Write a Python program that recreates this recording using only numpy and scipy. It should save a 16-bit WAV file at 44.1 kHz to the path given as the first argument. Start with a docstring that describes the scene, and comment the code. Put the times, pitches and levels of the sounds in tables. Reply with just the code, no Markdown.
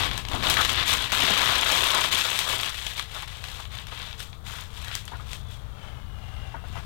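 """Inside a canvas tent, newspaper is picked up, crumpled into a ball and pushed into a small stove.
Creases crackle and snap as they give way, folds crunch, loose panels pop and trapped air puffs out.
Then a strip is torn off, its fibres parting with a hiss. Sleeves brush by over a steady low rumble.
A close microphone feeds the left channel; the right one is almost silent."""
import sys
import numpy as np
from scipy import signal
from scipy.io import wavfile
from scipy.ndimage import uniform_filter1d, minimum_filter1d

SR = 44100
rng = np.random.default_rng(int(sys.argv[2]) if len(sys.argv) > 2 else 0)


def wav_out(sig):
    """Save sig, one row per channel (or a flat mono array), as 16-bit PCM at SR to the path in sys.argv[1]."""
    wavfile.write(sys.argv[1], SR, np.round(np.clip(np.atleast_2d(sig).T, -1, 1) * 32767).astype(np.int16))


N = 302085
TIME = np.arange(N) / SR


# The tone of newspaper, from low to high: frequency_hz, level_db
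PAPER_TONE = [(150, -14.5), (330, -17), (650, -9.5), (1050, -7), (1900, -7.5), (2700, -5.5), (3450, -1.5),
              (3950, -5), (4400, -9.5), (5300, -13), (8300, -16), (10300, -21), (13500, -21),
              (16000, -29.5)]

def crumpling(pocket_hz=1035, drift=0.023, pocket_db=-3, panel_db=-3, top_db=0.1, gain_db=-1.06):
    """Creases give way in little flurries; broad panels add dull crunches, tiny creases bright ticks."""
    flurries = np.sqrt(1.5 + fading_power(random_clicks(per_s=90, spread_db=2), decay_s=.014))
    creases = colour(flurries * crackle(per_s=2000, spread_db=3.2, ring_s=.0012, rub_db=0), PAPER_TONE)
    creases += .6 * resonate(creases, facet_pitch(), width_hz=260)
    panels = colour(flurries * crackle(per_s=320, spread_db=6, ring_s=.0061, rub_db=-.5), PAPER_TONE)
    ticks = colour(crackle(per_s=330, spread_db=5.3, ring_s=.002, rub_db=-2), PAPER_TONE)
    # A pocket of air in the folded paper rings at a drifting pitch.
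    wander = unit(uniform_filter1d(rng.standard_normal(N), size=12000))
    pocket = resonate(creases, pocket_hz * np.exp(drift * wander), width_hz=260)
    body, middle, top = three_bands(creases + amp(pocket_db) * pocket)
    body += amp(panel_db) * three_bands(panels)[0]
    top += three_bands(ticks)[2]
    bands = [steadied(body), steadied(middle), amp(top_db) * steadied(top)]
    return amp(gain_db) * (squeezing() * bands).sum(0)


def facet_pitch(per_s=45, low_hz=900, high_hz=4200):
    """One small flat patch of paper after another takes the strain, each with its own pitch."""
    pitches_hz = low_hz * (high_hz / low_hz) ** rng.random(2000)
    return pitches_hz[(TIME * per_s).astype(int)]


# Each squeeze or push; body (lows) and crisp (highs) are relative to its level:
# full_force_s, build_s, hold_s, level_db, body_db, crisp_db
SQUEEZES = [(0.0, .02, 0.051, -28, -6, -12.5), (0.12, .04, 0.067, -38, -4.5, -11.5),
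            (0.337, 0.1, 0.023, -35, -1, -10), (0.45, 0.084, 0.064, -27, -4.5, -12),
            (0.587, 0.027, 0.053, -28, -8, -9.5), (0.694, 0.049, 0.021, -27.5, -8, -8.5),
            (0.78, 0.15, 0.047, -26.5, -9.5, -16.5), (0.881, .04, 0.058, -25, -11.5, -7.5),
            (0.99, .05, 0.062, -30, -9, -12), (1.123, 0.011, 0.14, -26.5, -7, -9.5),
            (1.213, 0.19, 0.14, -24.5, -9.5, -11.5), (1.374, 0.093, 0.41, -25.5, -7, -10.5),
            (1.69, 0.11, 0.37, -25.5, -6.5, -8.5), (2.118, 0.014, 0.1, -26.5, -12, -8),
            (2.243, 0.089, 0.13, -30, -8.5, -7.5), (2.401, .012, 0.023, -30.5, -9, -8.5),
            (2.479, 0.096, 0.076, -30, -5.5, -7), (2.599, 0.084, 0.087, -32, -9, -8.5),
            (2.744, 0.076, 0.18, -38, -13, -8), (2.981, 0.071, 0.013, -36, -12.5, -8.5),
            (3.146, 0.12, 0.08, -40.5, -10, -8.5), (3.28, 0.065, 0.11, -45, -9.5, -9),
            (3.44, 0.067, 0.18, -43.5, -8.5, -7.5), (3.727, 0.038, 0.075, -43, -8.5, -10),
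            (3.934, 0.16, 0.17, -42.5, -9, -11.5), (4.202, 0.061, 0.018, -44, -13, -3.5),
            (4.469, 0.031, .15, -43.5, -7.5, -6), (4.776, 0.14, .11, -45.5, -8, -7),
            (4.92, .012, 0.032, -38.5, -30, -11.5), (5.08, .08, 0.21, -53, -4, -9),
            (5.294, 0.055, 0.056, -46, -8, -6), (5.52, .08, 0.015, -51.5, -14, -4.5),
            (6.66, 0.028, 0.18, -54, -3, -8)]

def squeezing(crisp_power=1.03):
    """The strongest squeeze of the moment sets how loud the paper's lows, middle and highs are."""
    gains = np.zeros((3, N))
    for full_s, build_s, hold_s, level_db, body_db, crisp_db in SQUEEZES:
        force = effort(full_s, build_s, hold_s)
        bands = np.array([amp(body_db) * force, force, amp(crisp_db) * force ** crisp_power])
        gains = np.maximum(gains, amp(level_db) * bands)
    return gains


def effort(full_s, build_s, hold_s, tire_db_per_s=6.5, release_db_per_s=240, settle_db_per_s=60):
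    """A hand presses ten times harder every build_s, tires a little and lets go; the paper settles."""
    rise = 10 ** np.clip((TIME - full_s) / build_s, -10, 0)
    held_s = np.clip(TIME - full_s, 0, hold_s)
    after_s = np.maximum(TIME - full_s - hold_s, 0)
    settle = amp(-14.5)  # the share of the sound that lingers
    release = (1 - settle) * amp(-release_db_per_s * after_s) + settle * amp(-settle_db_per_s * after_s)
    return rise * amp(-tire_db_per_s * held_s) * release


# The largest creases snapping: start_s, level_db, crisp_db
SNAPS = [(0.113, -19.5, -26), (0.1773, -18.5, -11), (0.251, -25.5, -24), (0.286, -23.5, -16),
         (0.499, -4.5, -8.5), (0.5408, -9.5, -14), (0.5696, -8, -26), (0.612, -10, -16),
         (0.6493, -8.5, -15), (0.8983, -18, -12), (0.9367, -18.5, -7), (1.1201, -8.5, -10.5),
         (1.7157, -12, -10), (2.1251, -6, -14), (2.39, -8, -10), (2.8661, -18, -15.5), (2.9792, -25, -29),
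         (2.9958, -13, -17), (3.4403, -25, -18), (3.6537, -27, -22), (3.787, -24, -31),
         (3.8691, -28.5, -13), (3.999, -24.5, -30), (4.018, -25, -18), (4.129, -27.5, -24),
         (4.2033, -23, -13), (4.33, -34, -29), (4.4665, -28, -18), (4.846, -25.5, -12), (4.8825, -24, -15),
         (4.9144, -23, -30), (4.9527, -15.5, -5.5), (5.0535, -32.5, 2), (5.0788, -28, -17),
         (5.332, -20, -11.5)]

def snaps(crack_s=0.0014, crunch_s=0.039, crunch_db=-17, crisp_lift_db=7, size=4000):
    """A large crease gives way with one sharp crack and sets off a short crunch of smaller ones."""
    out, t, lead = np.zeros(N), np.arange(size) / SR, size // 30
    for start_s, level_db, crisp_db in SNAPS:
        fade = np.exp(-t / crack_s) + amp(crunch_db) * np.exp(-t / crunch_s)
        burst = rng.standard_normal(size) * fade
        burst[0] += 3  # the sharp first click
        crack = colour(np.pad(burst, (lead, 0)), PAPER_TONE)
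        crack = balance(crack, body_db=-10.5, crisp_db=crisp_db + crisp_lift_db)
        add(out, start_s - lead / SR, crack, level_db)
    return out


# Fingers closing on a fold: middle_s, level_db, half_length_s, pitch_hz
CRUNCHES = [(0.066, -35, 0.012, 1670), (0.599, -24.5, 0.022, 1250), (1.427, -33, 0.016, 1140),
            (1.512, -30.5, 0.016, 1280), (1.963, -31.5, 0.033, 1050), (2.996, -39.5, 0.0074, 1210),
            (3.167, -40.5, 0.016, 1050), (3.227, -41, 0.0087, 1050), (3.601, -47.5, 0.017, 1000),
            (4.557, -47.5, 0.057, 1460), (4.917, -45, 0.039, 1600), (6.775, -45, .018, 950)]

def crunches(width_hz=520):
    """Coarse crackle swells and fades, and the air inside the fold makes it sound hollow."""
    out = np.zeros(N)
    creases = crackle(per_s=1500, spread_db=5, ring_s=.003, rub_db=-27)
    for middle_s, level_db, half_s, pitch_hz in CRUNCHES:
        near = abs(TIME - middle_s) < 3 * half_s
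        pitch = np.full(near.sum(), pitch_hz)
        hollow = resonate(resonate(creases[near], pitch, width_hz), pitch, 3 * width_hz)
        out[near] += amp(level_db) * unit(hollow) * swell(middle_s, half_s)[near]
    return out


# Whole panels of the sheet buckling: start_s, level_db, pitch_hz
POPS = [(0.342, -21.5, 734), (0.599, -21.5, 1540), (0.939, -21, 1110), (1.3, -18.5, 810),
        (3.921, -31, 1220), (5.119, -31.5, 900), (5.134, -29, 1000), (5.198, -34.5, 1250),
        (6.543, -27, 890), (6.639, -35.5, 750), (6.769, -32, 930)]

def pops(ring_s=0.0039, flutter_s=0.019, flutter_db=-5, gain_db=-2):
    """A loose panel flips over with a very short note and a dull flutter."""
    out, t = np.zeros(N), np.arange(SR // 15) / SR
    flutter_tone = [(150, -10), (500, 20), (1400, 24.5), (2300, 10.5), (9000, -78)]
    for start_s, level_db, pitch_hz in POPS:
        flutter = colour(rng.standard_normal(len(t)) * np.exp(-t / flutter_s), flutter_tone)
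        note = -np.sin(2 * np.pi * pitch_hz * t) * np.exp(-t / ring_s)
        pop = note + amp(flutter_db) * flutter / abs(flutter).max()
        add(out, start_s, pop, level_db + gain_db)
    return out


# Palms pressing the paper flat: start_s, level_db
PRESSES = [(0.343, -40), (1.229, -24.5), (1.298, -25), (2.132, -33.5)]
# The tone of the escaping air: frequency_hz, level_db
PUFF_TONE = [(70, -32), (160, 4), (290, 0.5), (520, -8), (900, -31), (3000, -67)]

def puffs(decay_s=0.013, gain_db=-1):
    """Air squeezed out from between the sheets gives a soft, low thump."""
    out, t = np.zeros(N), np.arange(SR // 15) / SR
    for start_s, level_db in PRESSES:
        puff = colour(rng.standard_normal(len(t)) * np.exp(-t / decay_s), PUFF_TONE)
        add(out, start_s, puff, level_db + gain_db)
    return out


# Each pull on the strip: middle_s, half_length_s, rasp_db, ring_db
PULLS = [(5.52, 0.075, -61, -57), (5.863, 0.094, -53, -60), (6.39, 0.21, -53.5, -58.5),
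         (6.773, 0.025, -48, -71)]
# The tone of parting fibres: frequency_hz, level_db
FIBRE_TONE = [(120, -26), (200, 4), (294, -16), (491, -14), (612, 0.5), (933, -8.5), (1590, -10.5),
              (1870, -15.5), (2170, -12.5), (2420, -15), (2960, -14), (4200, -23.5), (16000, -40)]

def tearing(start_s=5.42, first_hz=3530, last_hz=2610, grow_s=0.53, slide_db=-61.5, slide_build_s=.1):
    """Fibres part in a fine rasp, and the hollow under the strip rings ever lower as it grows."""
    torn_s = np.maximum(TIME - start_s, 0)
    ring_hz = last_hz + (first_hz - last_hz) * np.exp(-torn_s / grow_s)
    fibres = crackle(per_s=3000, spread_db=3.5, ring_s=.0019, rub_db=-1)
    echo = np.interp(TIME - 6.8 / ring_hz, TIME, fibres)  # off the sheet, 6.8 ring cycles later
    rasp = balance(colour(fibres + .4 * echo, FIBRE_TONE), body_db=0, crisp_db=-13)
    ring = unit(resonate(resonate(fibres, ring_hz, width_hz=150), ring_hz, width_hz=500))
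    rasp_gain = sum(amp(rasp_db) * swell(s, half_s) for s, half_s, rasp_db, _ in PULLS)
    ring_gain = sum(amp(ring_db) * swell(s, half_s) for s, half_s, _, ring_db in PULLS)
    slide_gain = amp(slide_db) * np.minimum(torn_s / slide_build_s, 1)  # the strip slides between pulls
    return np.maximum(rasp_gain, slide_gain) * rasp + ring_gain * ring


# Sweeps of the arm: full_force_s, hold_s, level_db
ARM_SWEEPS = [(0.0, 0.11, -41), (0.314, 0.14, -38.5), (0.474, 0.67, -45), (1.182, 0.96, -44),
              (2.12, .5, -53.5)]
# The tone of rubbing cloth: frequency_hz, level_db
CLOTH_TONE = [(40, 2.5), (110, 3.5), (160, -8), (260, 0), (450, -6.5), (900, -84.5)]

def sleeves(build_s=0.05):
    """A sleeve brushes near the microphone as the arm moves."""
    gain = sum(amp(level_db) * effort(s, build_s, hold_s) for s, hold_s, level_db in ARM_SWEEPS)
    return gain * noise(CLOTH_TONE)


# The tone of the rumble: frequency_hz, level_db
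RUMBLE_TONE = [(12, -55), (20, 3.5), (37, 3), (60, 3), (119, -3), (177, -15), (208, -15), (233, -21),
               (400, -26.5), (520, -47), (880, -120)]
# How loud the rumble is: time_s, level_db
RUMBLE_LEVEL = [(0.0, -36), (2.0, -47), (4.4, -42.5), (6.85, -39.5)]

def rumble():
    """A low rumble slowly sinks and comes partway back."""
    times_s, levels_db = np.transpose(RUMBLE_LEVEL)
    return amp(np.interp(TIME, times_s, levels_db)) * noise(RUMBLE_TONE)


# The tone of the air: frequency_hz, level_db
AIR_TONE = [(150, -20), (250, -27), (380, -37), (444, -8), (484, -16.5), (1200, -11.5), (2810, -37),
            (3340, -17), (4990, -34), (16000, -36.5)]

def air(level_db=-56):
    """A faint, even hush lies behind everything."""
    return amp(level_db) * noise(AIR_TONE)


# How long the tent's echo takes to fade by 60 dB: frequency_hz, fade_s
TENT_FADE = [(200, 0.16), (1000, 0.04), (4000, 0.11), (15000, 0.025)]

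def tent(x, echo_db, size=SR // 4):
    """Sound bounces off the canvas, adding a short tail of scattered echoes."""
    bounces = rng.choice([-1., 1.], size) * (rng.random(size) < 3000 / SR)
    bounces *= np.arange(size) > .003 * SR  # nothing comes back in the first 3 ms
    hz, t, spectrum = signal.stft(bounces, SR, nperseg=256)
    fade = amp(-60 * t / look_up(TENT_FADE, hz)[:, None])
    tail = signal.istft(spectrum * fade, SR, nperseg=256)[1]
    return x + amp(echo_db) * signal.oaconvolve(x, tail / np.linalg.norm(tail))[:N]


# How much sound leaks into the right channel: frequency_hz, gain_db
LEAK = [(60, -44), (400, -53), (1300, -55), (4400, -50), (15000, -28)]

def right_channel(left):
    """A faint, blurred trace of the left channel leaks through, along with hiss."""
    trace = colour(unit(tent(left, echo_db=18)) * left.std(), LEAK)
    hiss_gain = amp(np.interp(TIME, [3, 5.5], [-72, -69]))
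    return trace + hiss_gain * noise([(50, -14), (400, -5.5), (2000, -7.5), (15000, -12)])


def crackle(per_s, spread_db, ring_s, rub_db):
    """Creases click and the paper beside them rings briefly, over the hiss of paper rubbing on paper."""
    clicks = random_clicks(per_s, spread_db)
    hiss_gain = np.sqrt(2 * fading_power(clicks, ring_s) + amp(rub_db) ** 2)
    return unit(clicks + hiss_gain * rng.standard_normal(N))


def random_clicks(per_s, spread_db):
    """Clicks at random moments, many small and a few large."""
    sizes = amp(spread_db * np.minimum(rng.exponential(1, N), 4)) * rng.choice([-1, 1], N)
    return unit(sizes * (rng.random(N) < per_s / SR))


def fading_power(clicks, decay_s):
    """Power that jumps at each click and then dies away."""
    keep = np.exp(-2 / (decay_s * SR))
    return signal.lfilter([1 - keep], [1, -keep], clicks ** 2)


def resonate(x, hz, width_hz):
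    """Makes a sound ring around a pitch that can move."""
    turn = np.exp(2j * np.pi * np.cumsum(hz) / SR)
    keep = np.exp(-np.pi * width_hz / SR)
    return 2 * (turn * signal.lfilter([1 - keep], [1, -keep], x / turn)).real


def three_bands(x, splits_hz=(1400, 5000)):
    """Splits a sound into low body, middle and crisp top, each at level 1."""
    filters = [signal.butter(4, hz, fs=SR, output="sos") for hz in splits_hz]
    body, below_top = (signal.sosfiltfilt(sos, x, padtype=None) for sos in filters)
    return unit(body), unit(below_top - body), unit(x - below_top)


def balance(x, body_db, crisp_db):
    """Big panels add body; small stiff creases add crispness."""
    body, middle, top = three_bands(x)
    return amp(body_db) * body + middle + amp(crisp_db) * top


def colour(x, tone, size=4096):
    """Gives a sound a tone (rows of frequency_hz, level_db) while clicks keep their sharp start."""
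    hz = abs(np.fft.fftfreq(size, 1 / SR))
    log_gain = np.log(amp(np.maximum(look_up(tone, hz), -100)))
    taps = np.fft.ifft(np.exp(np.conj(signal.hilbert(log_gain)))).real
    return signal.oaconvolve(x, taps[:size // 2])[:len(x)]


def noise(tone):
    """Noise with the given tone, at level 1."""
    return unit(colour(rng.standard_normal(N), tone))


def look_up(table, hz):
    """Reads a table at the given frequencies."""
    table_hz, values = np.transpose(table)
    return np.interp(np.log(hz + 1), np.log(table_hz + 1), values)


def swell(middle_s, half_s):
    """A smooth rise and fall."""
    return np.exp(-((TIME - middle_s) / half_s) ** 2 / 2)


def steadied(x, size=2200):
    """Evens out slow changes in level and keeps the fine crackle."""
    return x / np.sqrt(abs(uniform_filter1d(x ** 2, size)) + 1e-9)


def add(mix, start_s, sound, peak_db):
    """Mixes a sound in at the given time and peak level."""
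    part = mix[max(round(start_s * SR), 0):][:len(sound)]
    part += amp(peak_db) * sound[:len(part)] / abs(sound).max()


def amp(db):
    """Turns decibels into a multiplier."""
    return 10 ** (np.asarray(db) / 20)


def unit(x):
    """Scales a sound to an average (rms) level of 1."""
    return x / np.sqrt(np.mean(x ** 2) + 1e-20)


def scene():
    """Everything reaches the left channel; the right holds only a faint trace and hiss."""
    paper = tent(crumpling() + snaps() + crunches(), echo_db=-15)
    paper += tent(pops(), echo_db=-4.5)
    left = 2 * (paper + puffs() + tearing() + rumble() + sleeves() + air())
    return np.array([left, right_channel(left)])


def record(dry, ceiling_db=-5, size=130, cutoff_hz=16150):
    """Turns the hardest cracks down for an instant, then cuts off the very highest treble."""
    allowed_gain = np.minimum(1, amp(ceiling_db) / (abs(dry).max(0) + 1e-9))
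    limited = dry * uniform_filter1d(minimum_filter1d(allowed_gain, size), size)
    treble_cut = signal.firwin(511, cutoff_hz, window=("kaiser", 9), fs=SR)
    return signal.oaconvolve(limited, treble_cut[None], "same")


dry = scene()
out = record(dry)
wav_out(out)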